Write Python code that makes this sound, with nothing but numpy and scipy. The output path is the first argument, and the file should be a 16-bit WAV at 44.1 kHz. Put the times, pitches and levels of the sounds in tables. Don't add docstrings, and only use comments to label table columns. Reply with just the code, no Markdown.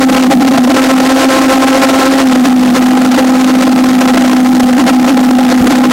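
import sys
import numpy as np
from scipy import signal
from scipy.fft import rfft, irfft, next_fast_len
from scipy.io import wavfile
from scipy.ndimage import map_coordinates

SR = 44100
rng = np.random.default_rng(int(sys.argv[2]) if len(sys.argv) > 2 else 0)


def bounce(signal):
    frames = np.transpose(np.atleast_2d(signal))
    limited = np.clip(frames, -1, 1)
    pcm = np.round(limited * 32767).astype(np.int16)
    wavfile.write(sys.argv[1], SR, pcm)


N = 261072

# (time [s], firing rate [Hz],
# lock [dB], roar level [dB], share of rival tones [0-1], roughness between spells [dB])
ENGINE_RUN = [(0.0, 260.5, -0.5, -22, 0.13, -28.5), (0.25, 258, 1.5, -27, 0.17, -18),
              (0.299, 253.8, -11, -20, 0.4, -26.5), (0.7, 251, -8, -36, 0.23, -21),
              (0.75, 261, 0.5, -33, 0.16, -22), (0.92, 262.7, 2.5, -27, 0.15, -20),
              (1.0, 259.4, -2, -24, 0.18, -21), (1.15, 264.2, 1, -36, 0.02, -19),
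              (1.401, 264.9, -1.5, -26, 0.08, -18.5), (2.06, 265.1, 1, -32, 0.1, -18),
              (2.181, 272.6, 1, -38, 0.12, -18), (2.29, 255.2, -3, -31, 0.22, -21.5),
              (2.72, 251.5, -3, -20.5, 0.25, -21.5), (2.85, 254.4, -5, -27, 0.28, -21),
              (3.4, 257, -5, -37, 0.17, -21), (3.8, 254.3, -5, -27, 0.28, -22.5),
              (4.35, 253.3, -5, -28, 0.22, -22), (4.85, 250.6, -5.5, -23, 0.27, -23),
              (5.2, 253.1, -7, -23.5, 0.22, -23), (5.92, 251.2, -2, -26, 0.25, -22.5)]
# (pitch [Hz], width [Hz], relative level [dB])
RIVAL_TONES = [(212, 35.4, -6.5), (308.4, 13, -2.5)]
# (frequency [Hz], relative level [dB])
ROAR_COLOUR = [(15, -40), (40, 4), (90, -19.5), (190, 5.5), (330, 4), (450, -31.5)]
# (time [s], strength [dB], length [ms])
ROUGH_SPELLS = [(0.026, -12, 41), (0.098, -15.5, 21.3), (0.14, -19, 25), (0.173, -14.5, 27),
                (0.27, -19, 6.8), (0.323, -12, 36), (0.419, -19, 28), (0.451, -14, 8.1), (0.479, -13, 20),
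                (0.542, -16.5, 17), (0.58, -11, 11), (0.709, -15, 29), (0.745, -12, 4.6), (0.78, -13.5, 50),
                (0.845, -17, 63), (0.907, -12, 19), (0.975, -23, 30), (1.005, -10.5, 8.4), (1.038, -19, 52),
                (1.069, -15, 15), (1.107, -13.5, 37), (1.178, -16.5, 41), (1.224, -14, 67),
                (1.322, -14, 63), (1.375, -16.5, 46), (1.434, -14, 46), (1.519, -12.5, 58),
                (1.568, -20.5, 33), (1.607, -21, 9.3), (1.634, -13.5, 34), (1.682, -14, 23),
                (1.755, -16.5, 71), (1.836, -9, 34.4), (1.901, -15, 29), (1.95, -16, 41), (2.012, -13, 60),
                (2.067, -12.5, 30), (2.126, -22, 35.7), (2.203, -16.5, 55), (2.311, -23.5, 37.7),
                (2.355, -19.5, 18), (2.457, -17.5, 41), (2.487, -20, 5.5), (2.611, -24.5, 35),
                (2.69, -23, 10), (2.761, -13.5, 37), (2.794, -19, 2.9), (2.824, -23, 23),
                (2.864, -17.5, 20), (2.91, -16, 5.7), (2.976, -23, 19.5), (3.02, -24, 6.6),
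                (3.051, -11.5, 8.5), (3.12, -14.5, 11), (3.147, -15, 15), (3.189, -10.5, 25),
                (3.297, -16.5, 10.5), (3.351, -21, 22.6), (3.412, -17, 9), (3.449, -18, 6.2),
                (3.495, -19, 35), (3.556, -21, 20.7), (3.59, -19, 6.34), (3.63, -13, 17.2),
                (3.674, -16, 16.5), (3.718, -23, 11), (3.786, -21, 30.4), (3.841, -18.5, 8.5),
                (3.86, -19, 4.7), (3.893, -19.5, 32), (3.953, -19, 8), (4.019, -14, 24), (4.041, -18.5, 13),
                (4.078, -13, 5.4), (4.096, -16, 36), (4.146, -17.5, 7.9), (4.178, -13.5, 17.7),
                (4.217, -17, 16), (4.252, -16.5, 32), (4.281, -20, 8.1), (4.326, -21, 27.5),
                (4.364, -23, 11.7), (4.461, -14.5, 9), (4.604, -13, 14.7), (4.694, -18, 19.6),
                (4.781, -16.5, 8), (4.805, -15, 31), (4.888, -12.5, 44), (4.934, -17, 6.4),
                (5.049, -15.5, 15.5), (5.09, -15, 47), (5.174, -18, 10.9), (5.214, -18, 4.4),
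                (5.242, -19.5, 24), (5.31, -21, 9.7), (5.393, -18.5, 13.4), (5.452, -16.5, 9.5),
                (5.518, -14.5, 30), (5.676, -16.5, 18.1), (5.717, -15.5, 46), (5.848, -18.5, 22),
                (5.915, -13, 16)]
# (multiple of the firing rate, relative level [dB])
FIRING_OVERTONES = [(2, -7), (4, -13), (5, -16.5), (6, -18.5)]
# (frequency [Hz], relative level [dB])
CRACKLE_COLOUR = [(120, -42), (300, 6), (450, -8.5), (800, -10.5), (1500, -7.5), (3000, -13), (7000, -19.5),
                  (16000, -35)]
# (pitch [Hz], width [Hz], relative level [dB])
PIPE_TONES = [(527, 26, 2.5), (675.3, 30, -1), (794.3, 32.6, 0.5), (1050.5, 13, -1), (1330, 45, -6.5),
              (1610, 10, -39), (1925, 57, -14)]
# (time [s], leap in rate [Hz], length [ms])
RATE_LEAPS = [(0.316, 43.9, 43.4), (0.418, 47.1, 24.86), (0.47, 19.06, 48.7), (0.535, 34.9, 35.6),
              (0.577, 20.7, 20.25), (0.7, 44.8, 21.9), (2.46, 35.7, 22.4), (2.76, 36.1, 14.3),
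              (3.182, 45.12, 25.03), (4.795, 42.9, 35), (4.895, 26, 32.8), (5.111, 28.7, 34.8),
              (5.71, 48, 30)]
# (time [s], level before a 13 dB boost [dB])
LOW_THUDS = [(4.629, -16), (5.609, -8)]

SAG_HZ, SAG_MS = 6, 50
SPUTTER_DB, LOCK_WAVER_DB, ROAR_WAVER_DB = 1, 3, 6
UNLOCK_DB_PER_HZ = 0.18
TOP_HZ = 15850


def amp(db):
    return 10 ** (np.asarray(db) / 20)


def unit(x):
    return x / np.sqrt(np.mean(x ** 2))


def wobble(rate):
    return map_coordinates(rng.standard_normal(int(N * rate / SR) + 4), [np.arange(N) * rate / SR])


def bumps(t, rows, edge):
    coarse = t[::32]
    curve = sum(height * np.exp(-np.abs((coarse - s) * 2000 / ms) ** edge) for s, height, ms in rows)
    return np.interp(t, coarse, curve)


def filtered(x, response):
    size = next_fast_len(N + 8192)
    return irfft(rfft(x, size) * response(np.fft.rfftfreq(size, 1 / SR)), size)[..., :N]


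def coloured(x, colour):
    freqs, db = np.transpose(colour)
    return unit(filtered(x, lambda hz: amp(np.interp(np.log(hz + 1), np.log(freqs), db))))


def ringing(tones):
    def response(hz):
        return sum((-1) ** k * amp(db) * 1j * hz * width / (pitch ** 2 - hz ** 2 + 1j * hz * width)
                   for k, (pitch, width, db) in enumerate(tones))
    return unit(filtered(rng.standard_normal(N), response))


def firing_rate(t, hz):
    sags = [(s - (ms + SAG_MS) / 2000, SAG_HZ, SAG_MS) for s, _, ms in RATE_LEAPS]
    rate = hz + bumps(t, RATE_LEAPS, edge=2.98) - bumps(t, sags, edge=2.93)
    return rate * (1 + 0.00786 * wobble(70))


def pressure_swing(cycles):
    half, progress = np.divmod(2 * cycles, 1)
    creep = .6 - 1.32 * np.exp(-(np.maximum(progress, 1e-9) / .33) ** 1.6)
    kick = .17 / (1 + np.exp(-(progress - .72 - .04 * wobble(300)) / .012))
    return (creep + kick) * (-1) ** half


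def low_roar(level_db):
    return amp(level_db + ROAR_WAVER_DB * wobble(15)) * coloured(rng.standard_normal(N), ROAR_COLOUR)


def rough_burning(t, calm_db, beat):
    weakness = 1 / np.clip(np.abs(beat), .68, 2)
    sputters = amp(calm_db + SPUTTER_DB * wobble(45)) * weakness ** 2.3
    spells = bumps(t, [(s, amp(db), ms) for s, db, ms in ROUGH_SPELLS], edge=4.2)
    return sputters + spells * weakness ** 0.1


def overtones(phase, drive, lock_db):
    tones = sum(amp(db + wobble(40)) * np.cos(k * phase + 2.77 - 0.59 * k) for k, db in FIRING_OVERTONES)
    held = 0.01 * amp(lock_db)
    return (drive + held) * amp(lock_db + 2) * tones


def crackle(phase, rough, drive, lock_db):
    kicks_db = 1.34 * np.cos(2 * phase - 1.6)
    upward_db = 3 * amp(lock_db) * np.cos(phase - 1.3)
    spits_db = 11.6 / (1 + rough / 0.059) * wobble(900)
    noise = amp(kicks_db + upward_db + spits_db) * rng.standard_normal(N)
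    return drive * amp(-4 - 0.082 * lock_db) * coloured(noise, CRACKLE_COLOUR)


def pipe_ring(drive, lock_db):
    ring = amp(-7.0 - 0.36 * lock_db) * drive * ringing(PIPE_TONES)
    hum = amp(-24) * ringing([(820, 12, 0)])
    return ring + hum


def jet():
    t = np.arange(N) / SR
    times, *columns = np.transpose(ENGINE_RUN)
    hz, lock_db, roar_db, rival_share, calm_db = (np.interp(t, times, column) for column in columns)
    lock_db += LOCK_WAVER_DB * wobble(14) - UNLOCK_DB_PER_HZ * bumps(t, RATE_LEAPS, edge=3.9)
    cycles = np.cumsum(firing_rate(t, hz)) / SR
    beat = 1 + rival_share * signal.hilbert(ringing(RIVAL_TONES)) * np.exp(-2j * np.pi * cycles)
    pull = np.angle(beat) / (2 * np.pi)
    phase = 2 * np.pi * (cycles + 0.57 * pull - .34)
    rough = rough_burning(t, calm_db, beat)
    drone = pressure_swing(cycles + pull) * np.abs(beat) ** 0.19 / (1 + (rough / 0.32) ** 2.8)
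    drive = rough * (1 + (rough / 2.04) ** 0.13)
    return (drone + low_roar(roar_db) + overtones(phase, drive, lock_db)
            + crackle(phase, rough, drive, lock_db) + pipe_ring(drive, lock_db))


def thuds():
    out, t = np.zeros(N), np.arange(SR // 10) / SR
    push = (1 - t / 0.0036) * np.exp(-t / 0.0029)
    for s, db in LOW_THUDS:
        out[round(s * SR):][:len(t)] += amp(db + 13.0) * push
    return out


def scene():
    return (jet() + thuds())[None]


def record(dry):
    def clip(x, top, hardness):
        return x / (1 + np.abs(x / top) ** hardness) ** (1 / hardness)
    hiss = amp(-35.0) * rng.standard_normal(dry.shape)
    first_stage = clip(dry, top=0.71, hardness=33) + hiss
    thinned = filtered(first_stage, lambda hz: 1j * hz / (1j * hz + 70))
    second_stage = clip(thinned, top=0.66, hardness=22) - .006
    return filtered(second_stage, lambda hz: hz < TOP_HZ)


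dry = scene()
out = record(dry)
bounce(out)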